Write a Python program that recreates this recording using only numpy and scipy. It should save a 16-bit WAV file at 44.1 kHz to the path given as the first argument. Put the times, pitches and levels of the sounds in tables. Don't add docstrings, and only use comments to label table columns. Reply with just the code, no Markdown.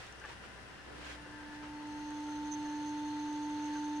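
import sys
import numpy as np
from scipy import signal
from scipy.fft import rfft, irfft
from scipy.io import wavfile
from scipy.ndimage import uniform_filter1d

SR = 44100
rng = np.random.default_rng(int(sys.argv[2]) if len(sys.argv) > 2 else 0)


def store_pcm(level_fs):
    pcm = np.round(np.clip(level_fs, -1, 1) * 32767).astype(np.int16)
    wavfile.write(sys.argv[1], SR, np.atleast_2d(pcm).T)


N = 176400

DRIVE_HZ = 297.03
TOP_HZ = 15700
# (time [s], level [dB])
BOWL_SWING = [(0, -100), (.7, -77), (.9, -64), (1.36, -52.5), (1.92, -44.5), (2.4, -40.5), (3, -39.6),
              (4, -38.4)]


def undb(db):
    return 10 ** (np.asarray(db) / 20)


def unit(x):
    return x / np.sqrt(np.mean(x ** 2) + 1e-30)


def pan(db):
    return unit(undb(np.array([[db], [-db]]) / 2))


def curve(rows):
    return np.interp(np.arange(N) / SR, *np.array(rows).T)


def bins():
    return np.maximum(np.arange(N // 2 + 1) * SR / N, 1)


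def over_hz(rows):
    hz, value = np.array(rows).T
    return np.interp(np.log(bins()), np.log(hz), value)


def shape(x, gain):
    return irfft(rfft(x) * gain, N)


def mode(hz, width):
    return 1 / (1 + 1j * (bins() / hz - hz / bins()) * hz / width)


def tilt(slope_db):
    return undb(slope_db * np.log2(np.maximum(bins(), 250)))


def noise():
    return rng.standard_normal((2, N))


def walk(rate):
    k = int(SR / rate)
    return unit(uniform_filter1d(uniform_filter1d(np.repeat(rng.standard_normal(N // k + 1), k), k), k)[:N])


def workshop():
    # (frequency [Hz], level [dB])
    air_colour = [(20, -7.5), (45, -3), (130, 1), (250, -1), (500, -3), (700, -5), (1150, -6), (1450, -2.5),
                  (1700, -5), (2000, -2.5), (2200, -10.5), (2800, -8), (3900, -15), (5400, -16),
                  (6500, -21), (8200, -25.5), (9000, -25), (9900, -24.5), (11000, -48), (12500, -37),
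                  (16000, -39.5)]
    # (frequency [Hz], likeness [0-1])
    side_likeness = [(30, 0.93), (70, 0.74), (130, 0.36), (500, 0.4), (1200, 0.38), (2500, 0), (15000, 0)]
    # (frequency [Hz], left minus right [dB])
    air_balance = [(100, -0.5), (700, 0), (1300, 6.5), (2300, 8.5), (3300, 0), (8000, -0.5), (15000, -1)]
    # (pitch [Hz], width
    # [Hz], level [dB], left minus right [dB])
    steady_drones = [(63.8, 5.8, -69.5, 0.5), (772, 9.3, -71, -5.5), (1005.5, 32, -66.5, -5.5),
                     (1580, 7.2, -68.5, -2.5), (1723, 25, -73, 13), (2752, 5, -72.5, -4),
                     (7920, 30, -82.5, 8), (9490, 55, -83.5, -11)]
    alike = np.clip(over_hz(side_likeness), -.98, .98)
    mid, side = shape(noise(), np.sqrt([1 + alike, 1 - alike]) * undb(over_hz(air_colour)))
    lean = undb(np.array([[1], [-1]]) * over_hz(air_balance) / 2)
    air = unit(shape(np.array([mid + side, mid - side]), lean / np.sqrt(np.mean(lean ** 2, axis=0))))
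    out = air * undb(-52 + 0.13 * walk(8.52))
    for hz, width, db, side_db in steady_drones:
        drone_colour = mode(hz, width) * mode(hz, 3 * width)
        mid, side = shape(noise(), np.sqrt([1 + alike, 1 - alike]) * drone_colour)
        out = out + undb(db) * pan(side_db) * unit(np.array([mid + side, mid - side]))
    return out


def electrics():
    # (pitch [Hz], level [dB], left minus right [dB])
    steady_tones = [(100, -74, 0), (120, -69, 0), (9168, -89, -3), (9490, -80, -10)]
    # (time [s], level [dB])
    throb_levels = [(0, -61), (.65, -64), (.85, -59), (1.15, -58), (1.32, -68), (1.8, -69), (4, -78.5)]
    t = np.arange(N) / SR
    tone = lambda hz: np.sqrt(2) * np.sin(2 * np.pi * hz * t + .5 * walk(4.6)) * undb(walk(7.98))
    out = sum(undb(db) * pan(side_db) * tone(hz) for hz, db, side_db in steady_tones)
    return out + undb(curve(throb_levels)) * tone(hz=63.5)


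def slide():
    # (time [s], level [dB])
    rub_levels = [(0, -67), (1.2, -62.5), (1.4, -57), (1.56, -57), (1.8, -67.5), (2.5, -74.5), (2.7, -59),
                  (2.95, -69), (3.2, -62.5), (3.45, -67), (3.75, -59), (4, -66)]
    # (pitch [Hz], width [Hz], level [dB])
    rubbed_modes = [(1454, 24, -6), (1584, 30, -3), (1740, 40, 0)]
    body = sum(undb(db) * abs(mode(hz, width)) ** 2 for hz, width, db in rubbed_modes)
    both = noise()
    return undb(curve(rub_levels)) * unit(shape(both + .4 * both[::-1], body))


def sleeve():
    # (peak time [s], rise [s], fall [s], level [dB], treble tilt [dB per octave])
    sleeve_strokes = [(.01, 0.033, 0.071, -52.5, 3), (.31, 0.043, .03, -51.5, 2),
                      (.45, 0.018, 0.02, -54, 1.5), (.9, 0.031, 0.11, -53.5, -5),
                      (1.111, 0.09, 0.035, -47.5, 2), (1.545, 0.023, .03, -58, 3.5),
                      (1.64, 0.013, 0.032, -53.5, -0.5), (3.7, 0.1, .08, -58.5, 2.5)]
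    # (frequency [Hz], level [dB])
    cloth_colour = [(100, -20), (250, -2), (470, 7), (750, 0.5), (1800, 3), (3000, -2), (4500, -9),
                    (7000, -16.5), (9800, -25.5), (11000, -42.5), (15000, -37)]
    t, out = np.arange(N) / SR, 0
    for peak, rise, fall, db, tilt_db in sleeve_strokes:
        swell = np.exp(-((t - peak) / np.where(t < peak, rise, fall)) ** 2 / 2)
        stroke_colour = undb(over_hz(cloth_colour)) * tilt(tilt_db)
        out = out + undb(db + 0.79 * walk(90)) * swell * unit(shape(noise(), stroke_colour))
    return out * pan(db=-0.5)


def clinks():
    # (time [s], level [dB])
    part_hits = [(0.066, -52), (.1246, -48), (.1984, -49.5), (.2563, -53), (1.8711, -51), (1.9934, -51),
                 (2.1058, -49), (2.2034, -55), (2.2682, -56), (2.354, -52), (2.6277, -52), (2.8938, -47),
                 (3.3283, -51), (3.6561, -51), (3.7364, -52), (3.795, -53)]
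    # (pitch [Hz], time to fade by 60 dB [s], level [dB])
    part_modes = [(5750, .014, 0), (6220, 0.011, -7), (6700, 0.0079, -3.5), (7300, .01, -4.5),
                  (8000, .014, -2.5), (8550, .012, -14.5)]
    out, t = np.zeros((2, N)), np.arange(SR // 20) / SR
    soft_start = 1 - np.exp(-t / 0.00031)
    for start, db in part_hits:
        i = int(start * SR)
        for hz, fade_s, mode_db in part_modes:
            detune, left, right = rng.standard_normal((3, 1))
            tone = np.sin(2 * np.pi * (hz * (1 + 0.018 * detune) * t + 0.22 * np.array([left, right])))
            fade = np.exp(-np.log(1000) * t / fade_s)
            out[:, i:i + len(t)] += (undb(db + mode_db) * tone * soft_start * fade)[:, :N - i]
    return out


def knocks():
    # (time [s], level [dB], pitch of the spot [Hz])
    hand_knocks = [(0.216, -50, 1570), (.239, -45, 1624), (.249, -44.5, 1740), (0.299, -48.5, 930),
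                   (0.438, -51.5, 1406), (.709, -62, 586), (1.26, -54, 510), (1.628, -56.5, 1300),
                   (2.106, -56, 1570), (2.284, -51.5, 1370), (3.689, -52.5, 512), (3.755, -49, 1576)]
    # (pitch [Hz], width [Hz], level [dB])
    case_modes = [(494, 230, -10.5), (904, 120, -4), (1186, 67, -5.5), (1450, 82, -5), (1800, 220, -5.5),
                  (2720, 900, -7.5)]
    attack_s, rattle_s, echo_s, spot_s = 0.00071, 0.0088, .03, 0.014
    t, out = np.arange(N) / SR, 0
    case = sum(undb(db) / np.sqrt(width) * abs(mode(hz, width)) ** 2 for hz, width, db in case_modes)
    for start, db, hz in hand_knocks:
        age, both = np.maximum(t - start, 0), noise()
        fade = np.exp(-age / rattle_s) + undb(-17.5) * np.exp(-age / echo_s)
        rattle = fade * unit(shape(both + 0.55 * both[::-1], case))
        spot = undb(2.5) * np.sin(2 * np.pi * hz * age) * np.exp(-age / spot_s)
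        out = out + undb(db) * (1 - np.exp(-age / attack_s)) * (rattle + spot)
    return out * pan(db=3)


def hum():
    # (multiple, level above the swing [dB], left minus right [dB], left's head start [rad])
    hum_tones = [(1, 0, -1.5, -.05), (2, -39.5, 2, 0), (3, -7, -.6, -0.25), (6, -46, -6.5, 0),
                 (8, -40.5, 0, 0), (9, -40.5, 2, 0.6), (10, -43, 2, 1), (18, -40, -5.5, 0.39),
                 (19, -45, -2, .5), (21, -33.5, -12, 0.68), (22, -36.5, -5.5, 0.19), (27, -56, 2, 0)]
    phase, out = 2 * np.pi * DRIVE_HZ * np.arange(N) / SR, 0
    for k, db, side_db, lead in hum_tones:
        out = out + undb(db) * pan(side_db) * np.sin(k * phase + np.array([[lead], [-lead]]) / 2)
    return np.sqrt(2) * out * undb(curve(BOWL_SWING))


def hops(spread, scatter_db, count):
    out, cycle = np.zeros(N), np.arange(int(N / SR * DRIVE_HZ))
    for _ in range(count):
        late, force = rng.standard_normal((2, len(cycle)))
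        at = (cycle + rng.random() + spread * late) * SR / DRIVE_HZ
        np.add.at(out, np.round(at).astype(int) % N, undb(scatter_db * force))
    return unit(out - out.mean())


def lifted(threshold_db):
    return 1 / (1 + np.exp((threshold_db - curve(BOWL_SWING)) / .5))


def chatter():
    # (pitch [Hz], width [Hz], level [dB], left minus right [dB], starting swing [dB])
    bowl_modes = [(1405, 45, -70.5, 11, -42), (2040, 19, -69.5, 15, -38), (2935, 36, -72, -12, -42),
                  (3120, 100, -76, -6, -38.5), (3390, 24, -73, -12.5, -44), (3663, 94, -68.5, -5, -41),
                  (4034, 58, -69.5, -6, -45), (4226, 25, -67, -6.5, -41), (4316, 60, -67.5, -5, -47),
                  (4650, 18, -71, -6.5, -40), (7290, 110, -77, -7, -43), (9540, 170, -83.5, -7, -44),
                  (15000, 400, -92.5, -2.5, -45)]
    # (frequency [Hz], level [dB])
    patter_colour = [(500, -16.5), (2000, -12), (3200, 12), (5000, -3), (6200, -2.5), (7600, -12),
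                     (10000, -38), (11000, -40), (15000, -17.5)]
    blows = np.array([hops(spread=.2, scatter_db=3.5, count=4) for _ in range(2)])
    blows = blows + 0.14 * blows[::-1]
    out = undb(-65) * lifted(threshold_db=-44) * unit(shape(blows, undb(over_hz(patter_colour))))
    for hz, width, db, side_db, start_db in bowl_modes:
        bowl_ring = unit(shape(blows, mode(hz, width) * mode(hz, 5 * width)))
        out = out + undb(db) * pan(side_db) * lifted(start_db) * bowl_ring
    return out


def ring():
    # (time [s], length [s], level [dB])
    part_catches = [(2.445, .04, -60), (2.514, .032, -47), (3.65, .035, -59), (3.762, .02, -57)]
    t, swing_db = np.arange(N) / SR, curve(BOWL_SWING)
    track = mode(hz=6223, width=92) * mode(hz=6223, width=1100)
    rung = lambda blows, force: shape(blows * force, track) / np.std(shape(blows, track))
    near, far = (hops(spread=0.086, scatter_db=3, count=2) for _ in range(2))
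    force = undb(-60 + swing_db - swing_db.max() + 2 * walk(65)) * lifted(threshold_db=-45.5)
    caught = sum(undb(db) * ((t > start) & (t < start + length)) for start, length, db in part_catches)
    buzz = rung(hops(spread=0.0097, scatter_db=1.5, count=1), uniform_filter1d(caught, size=600))
    return pan(db=-9) * (rung(np.array([near + 0.51 * far, near]), force) + buzz)


def scene():
    return hum() + slide() + chatter() + ring() + clinks() + knocks() + sleeve() + workshop() + electrics()


def record(dry):
    return signal.sosfilt(signal.ellip(10, .1, 80, TOP_HZ, fs=SR, output="sos"), dry)


dry = scene()
out = record(dry)
store_pcm(out)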